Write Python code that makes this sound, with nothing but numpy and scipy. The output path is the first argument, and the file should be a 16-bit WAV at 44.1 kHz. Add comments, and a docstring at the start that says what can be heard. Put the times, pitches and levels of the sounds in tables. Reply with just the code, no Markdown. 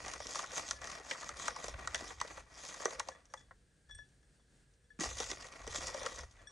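"""Fingers dig sticky raisins out of a cardboard canister, close to a pair of microphone ports, over a glass bowl.
Rubbing is grainy friction noise: the card wall carries the lows, skin and fruit hiss above.
Clumps knock on the card, and some raisins thud softly in the bowl: short noise bursts through resonances,
each with a brighter crack. Single raisins ping the glass, whose paired modes ring and beat.
Under it lie the low rumble of the grip, filtered noise, and a quiet kitchen of noise and faint tones."""
import sys
import numpy as np
from scipy import signal
from scipy.fft import rfft, irfft
from scipy.io import wavfile

SR = 44100
rng = np.random.default_rng(int(sys.argv[2]) if len(sys.argv) > 2 else 0)


def unload_audio(sound):
    """Save the sound as a 16-bit wav file, at the path given as the first command line argument."""
    columns = np.transpose(np.atleast_2d(sound))
    # keep every value between -1 and 1, then stretch to whole-number steps
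    steps = np.round(np.clip(columns, -1, 1) * 32767)
    wavfile.write(sys.argv[1], SR, steps.astype(np.int16))


N = 287487

# strokes of the fingers along the wall: [start of full pressure t/s, hold t/s, wall level/dB, skin hiss level/dB]
STROKES = [(0.0, 0.143, -51.5, -53.5), (0.215, 0.149, -56.0, -51.5), (0.373, 0.017, -46.0, -43.5),
           (0.57, 0.014, -44.5, -42.0), (0.674, 0.042, -52.0, -49.5), (0.851, 0.104, -50.0, -53.0),
           (1.11, 0.008, -48.0, -47.0), (1.192, 0.093, -51.5, -55.5), (1.421, 0.051, -46.5, -45.5),
           (1.581, 0.112, -49.5, -53.0), (1.777, 0.233, -55.0, -64.0), (1.956, 0.15, -52.5, -53.0),
           (2.216, 0.005, -56.0, -58.0), (2.281, 0.102, -56.0, -59.0), (2.525, 0.01, -63.0, -71.0),
           (2.6, 0.26, -56.5, -52.5), (2.9, 0.035, -52, -55.5), (3.003, 0.097, -60, -64),
           (3.18, 0.02, -67, -82), (3.365, 0.01, -65, -67), (5.01, 0.03, -42.5, -41.5),
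           (5.095, 0.02, -53.0, -48.5), (5.196, 0.008, -49.5, -43.0), (5.298, 0.006, -51.5, -45.0),
           (5.406, 0.058, -57.0, -59.0), (5.558, 0.01, -53.0, -57.5), (5.681, 0.091, -55.0, -59.0),
           (5.757, 0.035, -51.0, -46.5), (5.84, 0.035, -51.0, -45.5), (5.905, 0.03, -53.0, -58.0),
           (5.973, 0.093, -49.5, -54.0), (6.092, 0.104, -55.5, -53.0), (6.32, 0.01, -76, -70),
           (6.39, 0.03, -64, -76), (6.5, 0.02, -67, -73)]
# response of skin and fruit, for hiss and cracks: [f/Hz, level/dB]
SKIN = [(1800, -23), (3000, -6.5), (4600, -5.5), (6100, 1.5), (7500, -6.5), (9000, -12.5), (10300, -11.5),
        (12000, -24), (16000, -17)]


def rubbing():
    """Slips come in clumps; the wall carries their lows, skin and fruit hiss above. Rows: two separate draws."""
    _, _, wall_db, skin_db = np.transpose(STROKES)
    clumps_db = 1.4 * drift(25)
    wall = pressure(wall_db, rise_db_per_s=190, fall_db_per_s=170) * amp(clumps_db + 2.33 * drift(40))
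    skin = pressure(skin_db, rise_db_per_s=215, fall_db_per_s=225) * amp(clumps_db + .9 * drift(35))

    # single raisins tear free: about 240 ticks a second, each decaying over 1.5 ms
    tears = np.minimum(rng.exponential(1, N), 1.3) * (rng.random(N) < 240 / SR)
    unsticking = signal.lfilter([1], [1, -.985], 0.9 * tears)
    wall_slips = (1 + unsticking) * grains(1200, spread_db=3.2, smooth=1.0)
    skin_slips = (1 + 0.9 * unsticking) * grains(1500, spread_db=2.5, smooth=1.0)

    rows = []
    for wall_slip, skin_slip in zip(wall_slips, skin_slips):
        wall_sound = rms_one(canister(wall_slip, shift_db=2.6))
        hiss = rms_one(colour(patchy(skin_slip, patch_db=1.2), SKIN))
        rows.append(wall * wall_sound + skin * hiss)
    return np.array(rows)


def pressure(level_db, rise_db_per_s, fall_db_per_s):
    """Each stroke swells, holds and fades; overlapping strokes add in power."""
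    hand_out_s, hand_in_s, entry_s = 3.6, 4.987, .025   # nothing rubs while the hand is over the bowl
    t = np.arange(0, N / SR + .002, .001)
    power = 0
    for (s, hold_s, *_), db in zip(STROKES, level_db):
        rise_db = rise_db_per_s * np.maximum(s - t, 0)
        fall_db = fall_db_per_s * np.maximum(t - s - hold_s, 0)
        power = power + amp(db - rise_db - fall_db) ** 2
    entry = np.clip((t - hand_in_s) / entry_s, 0, 1)
    gain = np.sqrt(power) * np.where(t < hand_out_s, 1, entry)
    return np.interp(np.arange(N) / SR, t, gain)


def grains(per_s, spread_db, smooth):
    """Tiny uneven slips over smooth friction noise, in two draws that share the slips' times and sizes."""
    slips = rng.random(N) < per_s / SR
    sizes = amp(spread_db * np.minimum(rng.exponential(1, N), 3.5)) * slips
    return rms_one(sizes * rng.standard_normal((2, N))) + smooth * rng.standard_normal((2, N))


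def patchy(x, patch_db):
    """Bands of the hiss swell and sink on their own, as different fingers and fruit slide."""
    edges = np.geomspace(1500, 17000, num=8)
    total = 0
    for band in zip(edges, edges[1:]):
        bandpass = signal.butter(2, band, "band", fs=SR, output="sos")
        total = total + amp(patch_db * drift(10.3)) * signal.sosfilt(bandpass, x)
    return total


def knocks():
    """Each knock or thud is a short burst: a pitched ring, the response of the canister, and a crack."""
    # knocks on the card, and from 3.89 to 4.74 s soft thuds of raisins landing in the bowl:
    # [t/s, relative peak level/dB, strongest pitch f/Hz, relative crack level/dB]
    hits = [(0.0612, -38, 620, -43), (0.0812, -36, 680, -39), (0.136, -35, 1080, -37),
            (0.2025, -33, 560, -45), (0.258, -40, 330, -55), (0.269, -48.5, 700, -39),
            (0.356, -27.5, 1100, -38), (0.391, -26, 1110, -32.5), (0.421, -45, 1900, -43),
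            (0.428, -36, 640, -50), (0.441, -32.5, 1150, -44), (0.462, -44, 1900, -50),
            (0.518, -48, 1900, -43), (0.564, -36, 1120, -38), (0.580, -29, 560, -32),
            (0.595, -36, 1180, -45), (0.688, -48, 1900, -38), (0.7098, -23, 1400, -27),
            (0.816, -42, 700, -47), (0.842, -35, 1600, -41), (0.872, -36.5, 1160, -40.5),
            (0.899, -37.5, 920, -43.5), (0.915, -46, 1900, -42), (0.952, -37.5, 1100, -45),
            (0.984, -46, 900, -53), (0.999, -42, 495, -54), (1.048, -44, 800, -54),
            (1.1105, -17, 1850, -42), (1.149, -39, 950, -61), (1.156, -39, 950, -61),
            (1.178, -38, 1500, -58), (1.21, -46, 1500, -45), (1.23, -35.5, 1090, -45),
            (1.291, -30, 1150, -39), (1.338, -43, 1150, -61), (1.37, -46, 1500, -45),
            (1.397, -35, 1060, -43), (1.417, -46, 1900, -43), (1.481, -18.5, 1120, -28.5),
            (1.5625, -33, 900, -42), (1.642, -31.5, 464, -40), (1.682, -32, 510, -38.5),
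            (1.74, -29, 1570, -73), (1.795, -40, 474, -55), (1.874, -22.5, 1180, -34),
            (1.9455, -17.5, 1600, -26), (1.956, -29, 1500, -36), (1.978, -46, 1900, -47),
            (2.007, -36, 500, -46), (2.022, -38, 230, -60), (2.041, -44, 500, -47), (2.077, -50, 1900, -45),
            (2.108, -39, 470, -59), (2.201, -34, 2070, -42.5), (2.2133, -21.5, 920, -32),
            (2.248, -38, 519, -59), (2.277, -39, 1960, -50), (2.378, -40, 790, -73),
            (2.742, -37, 1160, -49), (2.799, -37, 1500, -55), (2.803, -36, 540, -60), (2.82, -38, 750, -60),
            (2.826, -42, 2100, -50), (2.834, -37, 600, -60), (2.848, -39, 600, -55),
            (2.8555, -15.5, 520, -30), (2.878, -36, 560, -60), (2.907, -36, 1950, -42),
            (2.926, -38, 540, -50), (2.9962, -30, 2200, -30), (2.999, -25, 950, -40),
            (3.086, -30, 700, -39), (3.255, -70, 400, -62.5), (3.338, -33.5, 900, -42.5),
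            (3.509, -43, 990, -91), (3.894, -55, 900, -66), (3.908, -58, 1750, -64),
            (3.947, -62, 1750, -65), (3.985, -55, 520, -64), (4.088, -80, 1700, -74),
            (4.229, -63, 1400, -78), (4.395, -65, 651, -78), (4.737, -85, 1700, -71),
            (4.990, -32, 190, -58), (5.008, -28, 300, -33), (5.035, -30.5, 474, -33),
            (5.056, -34, 450, -45), (5.185, -40, 1900, -43), (5.202, -28, 376, -33),
            (5.241, -38, 1980, -40), (5.314, -28, 1910, -32), (5.316, -36, 400, -55),
            (5.425, -36, 1800, -49), (5.468, -46, 490, -49), (5.524, -41.5, 1880, -53.5),
            (5.616, -46, 1100, -56), (5.641, -46, 700, -56), (5.667, -40, 500, -50), (5.676, -34, 413, -40),
            (5.746, -36, 460, -40), (5.783, -40, 280, -42), (5.806, -42, 1000, -50), (5.83, -48, 1900, -43),
            (5.9455, -29.5, 560, -43), (5.967, -42, 1700, -47), (6.032, -37.5, 519, -42.5),
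            (6.062, -24, 1250, -33), (6.145, -42, 1150, -55), (6.16, -44, 500, -47),
            (6.189, -38, 1130, -44.5), (6.233, -40.5, 505, -54), (6.311, -62, 347, -59),
            (6.366, -51.5, 1650, -69)]
    contact_s = .0008   # time constant of the rise
    hard_t60_s, hard_db, softer_s_per_db = .022, -18, .0005   # the softer the knock, the longer it smears
    lowest_share = .45   # lowest pitch a knock drives, as a share of its own
    snap, snap_t60_s = 1.7, .004   # sharp opening of the crack: weight and decay

    rings, blows, cracks = np.zeros((3, 2, N + 4096))
    t = np.arange(4096) / SR
    noise = rng.standard_normal((len(hits), 2, 2, 4096))
    for (s, peak_db, hz, crack_db), (low, high) in zip(hits, noise):
        t60 = np.clip(hard_t60_s + softer_s_per_db * (hard_db - peak_db), .004, .1)
        fall = (1 - np.exp(-t / contact_s)) * amp(-60 * t / t60)
        burst = low * fall
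        at = round(s * SR)
        span = slice(at, at + 4096)

        ring = resonate(resonate(burst, hz, .36 * hz), hz, 1.6 * hz)
        rings[:, span] += amp(peak_db) * ring / np.abs(ring).max(axis=1, keepdims=True)
        # a stiff spot leaves the low modes still
        stiff = signal.butter(2, lowest_share * hz, "high", fs=SR, output="sos")
        blows[:, span] += amp(peak_db) * signal.sosfilt(stiff, burst)
        cracks[:, span] += amp(crack_db) * high * (fall ** 1.3 + snap * amp(-60 * t / snap_t60_s))

    soft = signal.butter(4, 2350, fs=SR, output="sos")   # soft fruit puts little treble into the wall
    rows = []
    for ring, blow, crack in zip(rings[:, :N], blows[:, :N], cracks[:, :N]):
        body = canister(signal.sosfilt(soft, blow), shift_db=2.5)
        rows.append(amp(-5) * ring + amp(5) * body + amp(8.5) * colour(crack, SKIN))
    return np.array(rows)


def canister(x, shift_db):
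    """The card wall and the air inside answer any contact; a moving hand damps now one resonance, now another."""
    # air and wall resonances: [f/Hz, width f/Hz, mean level/dB]
    resonances = [(290, 60, -15), (516.4, 44, 5), (663, 35, -8.5), (825, 40, 1.5), (1145, 40, -1.5),
                  (1530, 40, -6), (1880, 45, -2.5), (1980, 38, 0), (2342, 31, -12.5), (3430, 90, -17)]
    # response of the wall between resonances: [f/Hz, level/dB]
    wall_response = [(90, -18), (150, -8), (280, -7), (500, -1.5), (1200, -3.5), (2300, -4.5),
                     (3000, -16.5), (4500, -15), (7000, -23.5)]
    # how freely the air column rings as the hand clears the mouth: [t/s, added level/dB]
    mouth_curve = [(0, 0), (1.0, -2), (2.5, -2), (2.8, 4), (3.4, 4), (5.0, 0), (5.75, -1), (5.9, 6),
                   (6.1, 5), (6.3, 1), (6.52, 0)]
    mouth_db, = in_time(mouth_curve)
    total = colour(x, wall_response)
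    for k, (hz, width_hz, level_db) in enumerate(resonances):
        gain_db = level_db + shift_db * drift(14.0)
        if k == 1:   # the air mode that the mouth frees
            gain_db = gain_db + mouth_db
        total = total + (-1) ** k * amp(gain_db) * resonate(x, hz, width_hz)   # neighbours in opposite sign
    return total


def glass():
    """Soft fruit sets four pairs of bowl modes ringing and beating, each leaning by its own amount to the left."""
    # raisins striking the glass: [t/s, relative level/dB of mode 1, 2, 3, 4]
    pings = [(0.7614, -52, -72, -69, -74), (0.816, -55, -84, -59, -83), (3.1168, -55, -72, -64, -71),
             (3.1444, -82, -70, -83, -71), (3.2984, -69, -84, -69, -91), (3.3727, -62, -58, -64, -64),
             (3.888, -66, -72, -74, -100), (3.895, -60, -69, -74, -100), (3.909, -57, -54.5, -55, -64),
             (3.9474, -61, -61, -63, -54), (3.9782, -63, -82, -57, -84), (3.9873, -47.5, -65, -71, -82),
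             (4.232, -76, -82, -80, -95), (4.4, -85, -80, -81, -84), (4.84, -78, -80, -78, -82),
             (4.903, -56.5, -76, -79, -82), (6.02, -53, -56, -61, -70), (6.3914, -64, -70, -82, -88),
             (6.47, -54.5, -56, -49, -53.5)]
    # bowl modes: [f/Hz, decay by 60 dB t/s, split of the pair f/Hz]
    modes = [(1718, 0.165, 13.6), (3430, 0.21, 15), (5675, 0.14, 7.3), (8466, 0.12, 21)]
    # left minus right for each mode: [level/dB]
    pans_db = [11, 11, 2.3, 6]
    touch_s, touch_rough, waver_db = .003, 1.3, 3.0   # settling fruit roughens the strike, damps unevenly

    rows, out = np.array(pings), np.zeros((2, N))
    # the mix within each pair of modes varies at random from ping to ping
    shares = rng.uniform(0, 0.36, (len(rows), len(modes)))
    t = np.arange(256) / SR
    # soft fruit presses for a moment
    press = np.sin(np.pi * np.minimum(t / touch_s, 1)) * np.pi / (touch_s * SR)
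    touches = press * (1 + touch_rough * rng.standard_normal((len(rows), 256)))
    places = (rows[:, :1] * SR).astype(int) + np.arange(256)

    for k, ((hz, t60, split_hz), pan_db) in enumerate(zip(modes, pans_db)):
        sides = amp([[pan_db / 2], [-pan_db / 2]])
        for pitch, share in ((hz, 1 - shares[:, k]), (hz + split_hz, shares[:, k])):
            strikes = np.full(N + 256, 1e-18)   # tiny offset keeps the filter out of denormal numbers
            weights = (share * amp(rows[:, k + 1]))[:, None]
            strikes[places] = weights * touches * np.cos(2 * np.pi * pitch * t)
            r, w = amp(-60 / (t60 * SR)), 2 * np.pi * pitch / SR
            ring = signal.lfilter([0, np.sin(w)], [1, -2 * r * np.cos(w), r * r], strikes[:N])
            out += ring * amp(waver_db * drift(30)) * sides
    return out


def grip_rumble():
    """The holding hand sends low noise whose level rises and falls. 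Rows: two separate draws."""
    # level of the rumble: [t/s, level/dB]
    rumble_curve = [(0.0, -60), (0.22, -58), (0.31, -69), (0.83, -60), (1.2, -74), (1.34, -53), (1.36, -61),
                    (1.61, -65), (1.72, -50), (2.03, -59), (2.94, -70), (2.98, -62), (3.23, -74),
                    (3.49, -64), (3.83, -73), (3.96, -56), (4.1, -73), (4.96, -72), (5.08, -52), (5.5, -64),
                    (5.54, -73), (5.66, -50), (5.85, -52), (5.97, -66), (6.03, -53), (6.06, -62),
                    (6.25, -53), (6.32, -66), (6.43, -59), (6.52, -72)]
    # response of the grip: [f/Hz, level/dB]
    grip_response = [(18, -14), (30, -10), (45, 4.5), (62, 3.5), (90, -4.5), (140, -12.5), (250, -43.5)]
    level_db, = in_time(rumble_curve)
    noise = np.array([colour(x, grip_response) for x in rng.standard_normal((2, N))])
    return amp(level_db) * rms_one(noise)


def kitchen_air():
    """A quiet kitchen: coloured noise that swells a little, with narrow noise tones that come and go."""
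    # spectrum of the kitchen: [f/Hz, level/dB per Hz]
    kitchen_spectrum = [(70, -24), (130, 8), (220, -1), (450, -6), (1100, -19), (1650, -9), (2300, -17),
                        (3400, -17.5), (6000, -17.5), (10000, -15), (16000, -31)]
    # faint narrow tones: [f/Hz, width f/Hz, mean level/dB, waver level/dB]
    faint_tones = [(4500, 90, -99, 3.5), (470, 60, -90, 3.0), (1650, 120, -88, 2.5)]
    noise = np.array([colour(x, kitchen_spectrum) for x in rng.standard_normal((2, N))])
    total = amp(-73.3 + 1.2 * drift(4)) * rms_one(noise)
    for hz, width_hz, level_db, waver_db in faint_tones:
        tone = resonate(resonate(rng.standard_normal((2, N)), hz, width_hz), hz, width_hz)
        total = total + amp(level_db + waver_db * drift(3.5)) * rms_one(tone)
    return total


def room_tail(close):
    """Short reverberation: each row convolved with its own dying noise."""
    return np.array([signal.fftconvolve(x, dying_noise(.18))[:N] for x in close])


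def dying_noise(t60):
    """Noise that dies away by 60 dB in t60 seconds; energy 1."""
    t = np.arange(SR // 2) / SR
    tail = rng.standard_normal(len(t)) * amp(-60 * t / t60)
    return tail / np.sqrt(np.sum(tail ** 2))


def spread(direct, separate):
    """Left and right differ by separately drawn noise with its own spectrum, plus a lean to the left."""
    # level of the separate noise in the difference of left and right: [f/Hz, level/dB]
    separate_response = [(30, -30), (80, -20), (170, -12), (500, -11), (1400, -8), (3000, -6), (4600, -9),
                         (5600, -28), (7800, -28), (9000, -7), (12000, -5)]
    # share of the direct sound in the difference: [f/Hz, level/dB]
    lean_response = [(150, -51.5), (450, -16), (1100, -14.5), (2500, -24.5), (5000, -45)]
    side = colour(separate, separate_response) + colour(direct, lean_response)
    return np.array([direct + side, direct - side])


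def amp(db):
    """Decibels to gain."""
    return 10 ** (np.asarray(db) / 20)


def rms_one(x):
    """Scale to rms 1."""
    return x / np.sqrt(np.mean(x ** 2) + 1e-20)


def in_time(rows):
    """Columns of a curve table, one value per sample."""
    s, *columns = np.transpose(rows)
    return [np.interp(np.arange(N) / SR, s, c) for c in columns]


def colour(x, spectrum):
    """Causal filter with the given (Hz, dB) response, minimum phase by the folded cepstrum."""
    hz, level_db = np.transpose(spectrum)
    grid = np.maximum(np.arange(4097) * SR / 8192, 1)
    response_db = np.interp(np.log(grid), np.log(hz), level_db)
    cepstrum = irfft(np.log(amp(response_db)))
    cepstrum[1:4096] *= 2
    cepstrum[4097:] = 0
    impulse = irfft(np.exp(rfft(cepstrum)))
    return signal.fftconvolve(x, impulse)[:len(x)]


def resonate(x, hz, width_hz):
    """One resonance with gain 1 on top."""
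    r = np.exp(-np.pi * width_hz / SR)
    poles = [1, -2 * r * np.cos(2 * np.pi * hz / SR), r * r]
    return signal.lfilter([(1 - r * r) / 2, 0, (r * r - 1) / 2], poles, x)


def drift(rate):
    """Slow chance with spread 1 and a corner at rate in Hz, drawn at every 32nd sample."""
    r = np.exp(-64 * np.pi * rate / SR)
    draws = rng.standard_normal(N // 32 + 702)
    slow = signal.lfilter([1], [1, -2 * r, r * r], draws)[700:]   # drop the filter's run-in
    return np.interp(np.arange(N) / 32, np.arange(len(slow)), rms_one(slow))


def scene():
    """Canister, grip and kitchen through the ports, with the bowl and a short room tail."""
    close = rubbing() + knocks()
    close = close + amp(-14) * room_tail(close)
    direct, separate = close + grip_rumble() + kitchen_air()
    return spread(direct, separate) + glass()


def record(dry):
    """Peaks are rounded; the common part of both channels ends lower, above it only their difference is heard."""
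    top = 0.09   # height towards which the recorder rounds peaks
    left, right = top * np.tanh(dry / top)
    common_lowpass = signal.cheby2(10, 45, 10750, fs=SR, output="sos")
    common = signal.sosfilt(common_lowpass, left + right) / 2
    side = (left - right) / 2
    final_lowpass = signal.cheby2(14, 70, 15600, fs=SR, output="sos")
    return signal.sosfilt(final_lowpass, [common + side, common - side])


dry = scene()
out = record(dry)
unload_audio(out)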